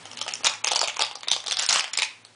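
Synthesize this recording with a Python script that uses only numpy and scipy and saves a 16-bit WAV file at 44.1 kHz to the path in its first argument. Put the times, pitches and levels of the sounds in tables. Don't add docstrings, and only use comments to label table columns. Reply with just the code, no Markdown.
import sys
import numpy as np
from scipy import signal
from scipy.fft import rfft, irfft, next_fast_len
from scipy.io import wavfile
from scipy.ndimage import uniform_filter1d

SR = 44100
rng = np.random.default_rng(int(sys.argv[2]) if len(sys.argv) > 2 else 0)


def volts_from_db(level):
    exponent = np.asarray(level, float) / 20
    return 10 ** exponent


def generate_wav(sig):
    pcm = np.round(np.clip(np.atleast_2d(sig).T, -1, 1) * 32767).astype(np.int16)
    wavfile.write(sys.argv[1], SR, pcm)


N = 103635
TOP_HZ = 10150


def unit(x):
    return x / np.sqrt(np.mean(x ** 2) + 1e-20)


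def along(points, hz):
    f, value = np.transpose(points)
    return np.interp(np.log(hz + 1), np.log(f + 1), value)


def filtered(x, response):
    m = next_fast_len(len(x) + 8192)
    return irfft(rfft(x, m) * response(np.fft.rfftfreq(m, 1 / SR)), m)[:len(x)]


def place(times, sounds):
    at = np.round(times * SR).astype(int)[:, None] + np.arange(sounds.shape[1])
    return np.bincount(at.ravel(), sounds.ravel(), N + SR)[:N]


def fading(t, t60):
    rise_s = 0.00064
    return volts_from_db(-60 * t / t60) * (1 - np.exp(-t / rise_s))


# pitch_hz [Hz], level_db [dB per Hz]
HISS_SPECTRUM = [(15, -33.5), (25, -7), (172, -27.5), (233, 13.5), (284, 6.5), (996, 7.5), (1160, 5.5),
                 (2580, 6), (10000, -3.5), (13000, -58), (22000, -120)]
# pitch_hz [Hz], width_hz [Hz], level_db [dB]
HUM_BANDS = [(107.2, 10, -73), (163.5, 11, -76.5)]
# start_s [s], level_db [dB]
BACKGROUND_FADE = [
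    (.5, 12),
    (.6, 5.5),
    (1.9, 2.5),
]


def background():
    hiss = unit(filtered(rng.standard_normal(N), lambda hz: volts_from_db(along(HISS_SPECTRUM, hz))))
    total = volts_from_db(-59.5) * hiss
    for centre, width, db in HUM_BANDS:
        band = filtered(rng.standard_normal(N), lambda hz: 1 / (1 + ((hz - centre) / width) ** 2))
        total = total + volts_from_db(db) * unit(band)
    return total * volts_from_db(np.interp(np.arange(N) / SR, *np.transpose(BACKGROUND_FADE)))


# start_s [s], level_db [dB]
JOLT_EVENTS = [
    (0.446, -34),
    (0.761, -41),
    (0.822, -54),
    (0.882, -41),
    (1.3189, -37),
    (1.51, -44),
    (1.588, -42.5),
    (1.69, -38.5),
]


def jolts():
    start_s, level_db = np.transpose(JOLT_EVENTS)
    t = np.arange(SR // 50) / SR
    peak_s = 0.0004
    return place(start_s, volts_from_db(level_db)[:, None] * t / peak_s * np.exp(1 - t / peak_s))


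# pitch_hz [Hz], t60_s [s]
ROOM_DECAY = [(200, 0.063), (1000, 0.44), (4000, 0.3), (10000, .3)]
# delay_s [s], level_db [dB]
REFLECTIONS = [
    (.0065, -12.5),
    (.017, -16.5),
]


def room(x):
    out = np.zeros(N + SR)
    stretch = SR // 16
    span = SR // 2
    t = np.arange(span) / SR
    build_s, smear_s, tail_db, dull_hz = 0.0069, 0.00083, -7, 6940
    for a in range(0, N, stretch):
        hz, frame_s, z = signal.stft(rng.standard_normal(span), SR, nperseg=256)
        z = z * volts_from_db(-60 * frame_s / along(ROOM_DECAY, hz)[:, None])
        tail = signal.istft(z, SR, nperseg=256)[1][:span]
        tail = tail * (1 - np.exp(-(t / build_s) ** 2))
        tail = volts_from_db(tail_db) * tail / np.linalg.norm(tail)
        for delay_s, level_db in REFLECTIONS:
            echo = rng.standard_normal(span) * np.exp(-((t - delay_s) / smear_s) ** 2)
            tail = tail + volts_from_db(level_db) * echo / np.linalg.norm(echo)
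        wet = signal.fftconvolve(x[a:a + stretch], tail)
        out[a:][:len(wet)] += wet
    return filtered(out[:N], lambda hz: 1 / (1 + 1j * hz / dull_hz))


# pitch_hz [Hz], level_db [dB per Hz]
FILM_COLOUR = [(120, -69.5), (200, -4.5), (468, -49), (552, -5), (844, -4), (1520, -2), (3570, 2.5),
               (7090, 0.5), (10000, -4.5), (13000, -53), (22000, -120)]


def film(x):
    def response(hz):
        colour = volts_from_db(along(FILM_COLOUR, hz))
        return colour / np.sqrt(np.mean(colour ** 2 * (hz < TOP_HZ)))
    return filtered(x, response)


RING_DB = 8
# start_s [s], end_s [s], level_db [dB]
TEARS = [
    (0.445, 0.478, -25),
    (1.581, 1.657, -29),
    (1.693, 1.794, -21),
]


def crackle(count=8, torn=150):
    trail_s, grain_db, spread_db, scatter_octaves = 0.02, -20, 1.5, 0.28
    shape = (len(SLIPS), count)
    begin_s, end_s, tear_db = np.transpose(TEARS)[:, :, None]
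    tear_shape = (len(TEARS), torn)

    trailing_s = SLIPS[:, :1] + trail_s * rng.random(shape)
    trailing_db = SLIPS[:, 1:2] + RING_DB + grain_db - spread_db * np.log(rng.random(shape) + 0.14)
    slip_hz = SLIPS[:, 2 + np.arange(count) % 2]
    trailing_hz = slip_hz * 2 ** (scatter_octaves * rng.standard_normal(shape))

    tearing_s = begin_s + (end_s - begin_s) * rng.random(tear_shape)
    tearing_db = tear_db + 2 * spread_db * rng.standard_normal(tear_shape)
    tearing_hz = 1000 * 2 ** rng.uniform(0, np.pi, tear_shape)

    start_s = np.append(trailing_s, tearing_s)
    level = volts_from_db(np.append(trailing_db, tearing_db))[:, None]
    hz = np.append(trailing_hz, tearing_hz)[:, None]
    t = np.arange(SR // 200) / SR
    ping = 2 * np.sin(2 * np.pi * hz * t) + 0.82 * rng.standard_normal((len(hz), len(t)))
    return film(place(start_s, level * fading(t, 0.0039) * ping))


# pitch_hz [Hz], level_db [dB]
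SHELL_MODES = [(590, -2.5), (820, 2.5), (1150, 0)]
# [dB, shell over snap]
PICKING = [(0.055, -30, 3120, 6520.0, -3.5), (0.1143, -29, 3000, 5580.0, -8),
           (0.1323, -33.5, 5300, 5900.0, -4), (0.1491, -43, 2730.0, 3900.0, -3),
           (0.164, -56, 3060, 3750.0, -20), (0.1725, -23, 2980, 3940.0, -22),
           (0.1807, -33, 3010.0, 5660.0, -13), (0.19, -27, 3070, 5080.0, -8.5),
           (0.214, -15.5, 3200, 5280.0, -9), (0.2642, -28, 2920, 5120.0, 3.5),
           (0.2796, -19.5, 3010.0, 2200.0, -7.5), (0.2843, -27.5, 5020, 2950.0, -24),
           (0.2891, -22.5, 2600, 5750.0, -24), (0.3108, -27.5, 2950.0, 4260.0, -16),
           (0.3219, -25, 2680, 6630.0, -27), (0.3373, -15.5, 5460, 6890.0, -30),
           (0.3449, -39, 4760, 6240.0, -20), (0.354, -48, 4520, 2630.0, -20),
           (0.4072, -40.0, 2620, 4740.0, 8.0), (0.4346, -25.5, 2720, 4460.0, -7.5),
           (0.4408, -35, 2830, 5320.0, -5.0), (0.445, -13.5, 6120, 5080.0, -12),
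           (0.4515, -14.5, 6850, 5320.0, -6.5), (0.4612, -12.5, 3800, 2840.0, -14.5),
           (0.4674, -11.5, 3700, 5600.0, -6.5), (0.4709, -10.5, 6840, 2370.0, -13),
           (0.4966, -20.0, 3570, 5060.0, -10), (0.5375, -25, 2420, 5600.0, -22)]
# start_s, level_db, pitch_hz, second_pitch_hz [Hz], knock_db
PEELING = [(0.6401, -25.5, 6760.0, 2350, -5.5), (0.6449, -11, 6420, 2610, -9),
           (0.6547, -35, 3810, 7300, -26), (0.6632, -33, 4300, 2530, -10.5), (0.671, -13.5, 3150, 4920, -5),
           (0.6771, -14.5, 5310, 2550, -16), (0.6854, -17.5, 2510, 3450, -37),
           (0.7115, -19, 3540, 6030, -3.5), (0.7162, -13, 3260, 5970, -5),
           (0.7334, -17.5, 3610, 5370, -4.5), (0.7497, -18.5, 3080, 4710, -24),
           (0.759, -10.5, 4700, 5540, -8.5), (0.7635, -16.0, 4850, 3010, -21),
           (0.774, -19.5, 5070, 3320, -5.0), (0.7923, -14.0, 5630, 4450, -12),
           (0.8143, -12.0, 4880, 7080, -4.5), (0.8306, -20, 4510, 7200, 3),
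           (0.8386, -16, 4570.0, 3650, -29), (0.8444, -20.5, 2470, 4680, -8.5),
           (0.8754, -17, 6520, 2890, -12.5), (0.8822, -15.5, 2500, 3440, -11.5),
           (0.8967, -21.5, 2380, 3470, -27), (0.9433, -30.5, 3530, 7130, -10),
           (0.963, -28.5, 3360, 2540, -8), (0.968, -22.5, 6610, 2400, -6),
           (0.9935, -15.0, 5580, 2680, -3.5), (1.0065, -14.5, 2700, 4600, -10.5),
           (1.014, -12.5, 4600, 3550, -8.5), (1.0209, -9.5, 3740, 4790, -11),
           (1.0321, -19, 4750, 2500, -8.5), (1.0478, -23.5, 4700, 2720, -15.0),
           (1.0658, -28, 5030, 2980, -17.0)]
# start_s, level_db, pitch_hz, second_pitch_hz [Hz], knock_db
PRYING = [(1.1122, -28, 3380, 2980, -2.5), (1.1246, -43, 4600, 3700, -14), (1.1549, -25, 4810, 5800, -4),
          (1.161, -38, 5870, 4650, -11), (1.1857, -41.5, 3560, 5650, -9), (1.208, -35, 4620, 3030, -27),
          (1.2324, -26, 3570, 2190, -8), (1.2396, -40.5, 3700, 4840, -30), (1.248, -47, 3790.0, 4540, -17),
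          (1.2605, -56.5, 4240.0, 2600, -20), (1.2739, -24, 3510, 2350, -3.5),
          (1.2842, -14, 3820, 4460, -34), (1.3013, -25, 3230.0, 2360, -26),
          (1.315, -6.5, 3580, 5990, -18.5), (1.3221, -16.0, 3660, 4920, -43),
          (1.3328, -14.5, 3260, 4380, -16), (1.3396, -19.0, 3600, 4950.0, -20),
          (1.403, -28, 3580, 5670, -43), (1.4405, -29.5, 3660, 2050.0, -7.5),
          (1.4629, -24.0, 5100, 3660, -6.5), (1.47, -20.5, 3580, 4660, -49), (1.4815, -17, 5690, 3800, -11),
          (1.4999, -24, 6370.0, 5150, -17.5), (1.5106, -14.5, 4140, 2680, -19.0),
          (1.52, -14.5, 3500, 5950, -14), (1.5255, -14, 3400, 5450, -19), (1.5699, -16.5, 4800, 3530, -17),
          (1.59, -15, 5570, 3330, -17), (1.5953, -13, 7240, 2850, -15), (1.6213, -19.5, 5380.0, 7100, -17),
          (1.625, -17.5, 5580, 6300, -15), (1.634, -21, 5800, 4750, -8), (1.6634, -17, 5340, 8740, -20)]
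# start_s, level_db, pitch_hz, second_pitch_hz [Hz], knock_db
RIPPING = [(1.6894, -10, 4200, 6790, -16), (1.6941, -10.5, 5170, 7370, -57),
           (1.6989, -16.5, 6600, 5130, -15), (1.7068, -16, 5600, 3000, -14),
           (1.7287, -13.5, 5110, 4240, -11), (1.7461, -17, 5000, 2770, -8), (1.7589, -12.5, 2970, 4170, -4),
           (1.795, -10.5, 3100, 5150, -15.5), (1.8071, -17.5, 2460, 5130, -18),
           (1.842, -19, 3060, 2010, -11.5), (1.8787, -29, 2350.0, 4670, -13),
           (1.9339, -18.5, 6940, 3400, -34), (1.9377, -19.5, 5600, 2140, -37),
           (1.9538, -26, 2400, 3930, -24), (1.9623, -30, 5640, 3730.0, -28),
           (1.9743, -11.5, 5100, 7620, -15), (1.9872, -12, 2390, 4570, -11.5),
           (1.9933, -22.5, 3450, 2330, -32), (1.9985, -19, 2400, 4100, -29), (2.0206, -9, 3870, 2260, -15),
           (2.0312, -12.5, 2500, 5495, -22), (2.0511, -26, 2390, 3900, -27),
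           (2.2498, -34.5, 4330, 8100, -11.5)]
# start_s, level_db, pitch_hz, second_pitch_hz [Hz], knock_db
FURTHER = [
    (0.7197, -18.5, 4300, 3050, -4),
    (1.3637, -19, 3300, 4920, -4),
    (1.7265, -10.5, 5440, 6620, -19),
]
SLIPS = np.concatenate([PICKING, PEELING, PRYING, RIPPING, FURTHER])


def snaps():
    start_s, level_db, pitch_hz, second_hz, knock_db = SLIPS.T[:, :, None]
    count = len(SLIPS)
    t = np.arange(SR // 30) / SR
    noise, flicker = rng.standard_normal((2, count, len(t)))
    crack_s, ring_s, knock_s, lead_s = 0.012, 0.0066, 0.016, 0.002

    crack = volts_from_db(level_db - 3) * fading(t, crack_s) * noise
    lead = volts_from_db(-8.5 + 2 * rng.standard_normal((count, 1))) * crack * np.sign(flicker)

    flutter = 1 + 0.25 * 4 * uniform_filter1d(flicker, size=16, axis=1)
    tones = np.sin(2 * np.pi * pitch_hz * t) + volts_from_db(-3) * np.sin(2 * np.pi * second_hz * t)
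    ring = volts_from_db(level_db + RING_DB) * flutter * tones * fading(t, ring_s)

    knock = np.zeros((count, len(t)))
    for mode_hz, mode_db in SHELL_MODES:
        mode_level = level_db + knock_db + 1.5 + mode_db + 2 * rng.standard_normal((count, 1))
        hz = mode_hz * (1 + 0.098 * rng.standard_normal((count, 1)))
        knock += volts_from_db(mode_level) * np.sin(2 * np.pi * hz * t)
    knock *= fading(t, knock_s)

    start = start_s[:, 0]
    slips = film(place(start, crack) + place(start - lead_s, lead)) + place(start, ring + knock)
    small_hz = 390
    return filtered(slips, lambda hz: (1j * hz / (small_hz + 1j * hz)) ** 2)


def scene():
    egg = snaps() + crackle()
    return (egg + room(egg) + jolts() + background())[None]


def starved(x):
    block, ahead, behind, group = 160, 5, 6, 7
    attack_db, step_db, scatter_db = 7, -6.5, 3.5
    fine_hz, fine_db = 4800, -12

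    def nearby(v):
        return np.max([np.roll(v, k, axis=-1) for k in range(-ahead, behind + 1)], axis=0)

    hz, _, z = signal.stft(x, SR, window="cosine", nperseg=2 * block)
    treble = z[(hz > 2000) & (hz < TOP_HZ)]
    level = np.sqrt(np.mean(abs(treble) ** 2, axis=0)) + 1e-9
    jump = level / np.minimum(np.roll(level, 2), np.roll(level, 3))

    band = np.arange(len(hz)) // group
    power = np.add.reduceat(abs(z) ** 2, np.arange(0, len(hz), group)) / group
    rms = np.sqrt(power) + 1e-9
    broad = np.sqrt(abs(uniform_filter1d(rms ** 2, size=3, axis=0))) + 1e-9
    step = (nearby(broad) * volts_from_db(step_db + scatter_db * rng.standard_normal(rms.shape)))[band]
    octaves = np.log2(fine_hz / (hz + 1))
    step = step * volts_from_db(fine_db * (np.clip(4 * octaves, 0, 1) + octaves.clip(0)))[:, None]

    coarse = np.round(z / step) * step * (rms[band] > step / 2) + volts_from_db(-30) * z
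    mixed = np.where(nearby(jump) > volts_from_db(attack_db), coarse, z)
    return signal.istft(mixed, SR, window="cosine", nperseg=2 * block)[1][:N]


def top_cut(x):
    return signal.sosfilt(signal.butter(12, 11120, fs=SR, output="sos"), x)


def record(dry):
    soft = dry[0] / (1 + abs(dry[0] / 0.95) ** 6) ** (1 / 6)
    kept = filtered(starved(soft), lambda hz: 1 / (1 + (hz / TOP_HZ) ** 120))
    return top_cut(kept[None])


dry = scene()
out = record(dry)
generate_wav(out)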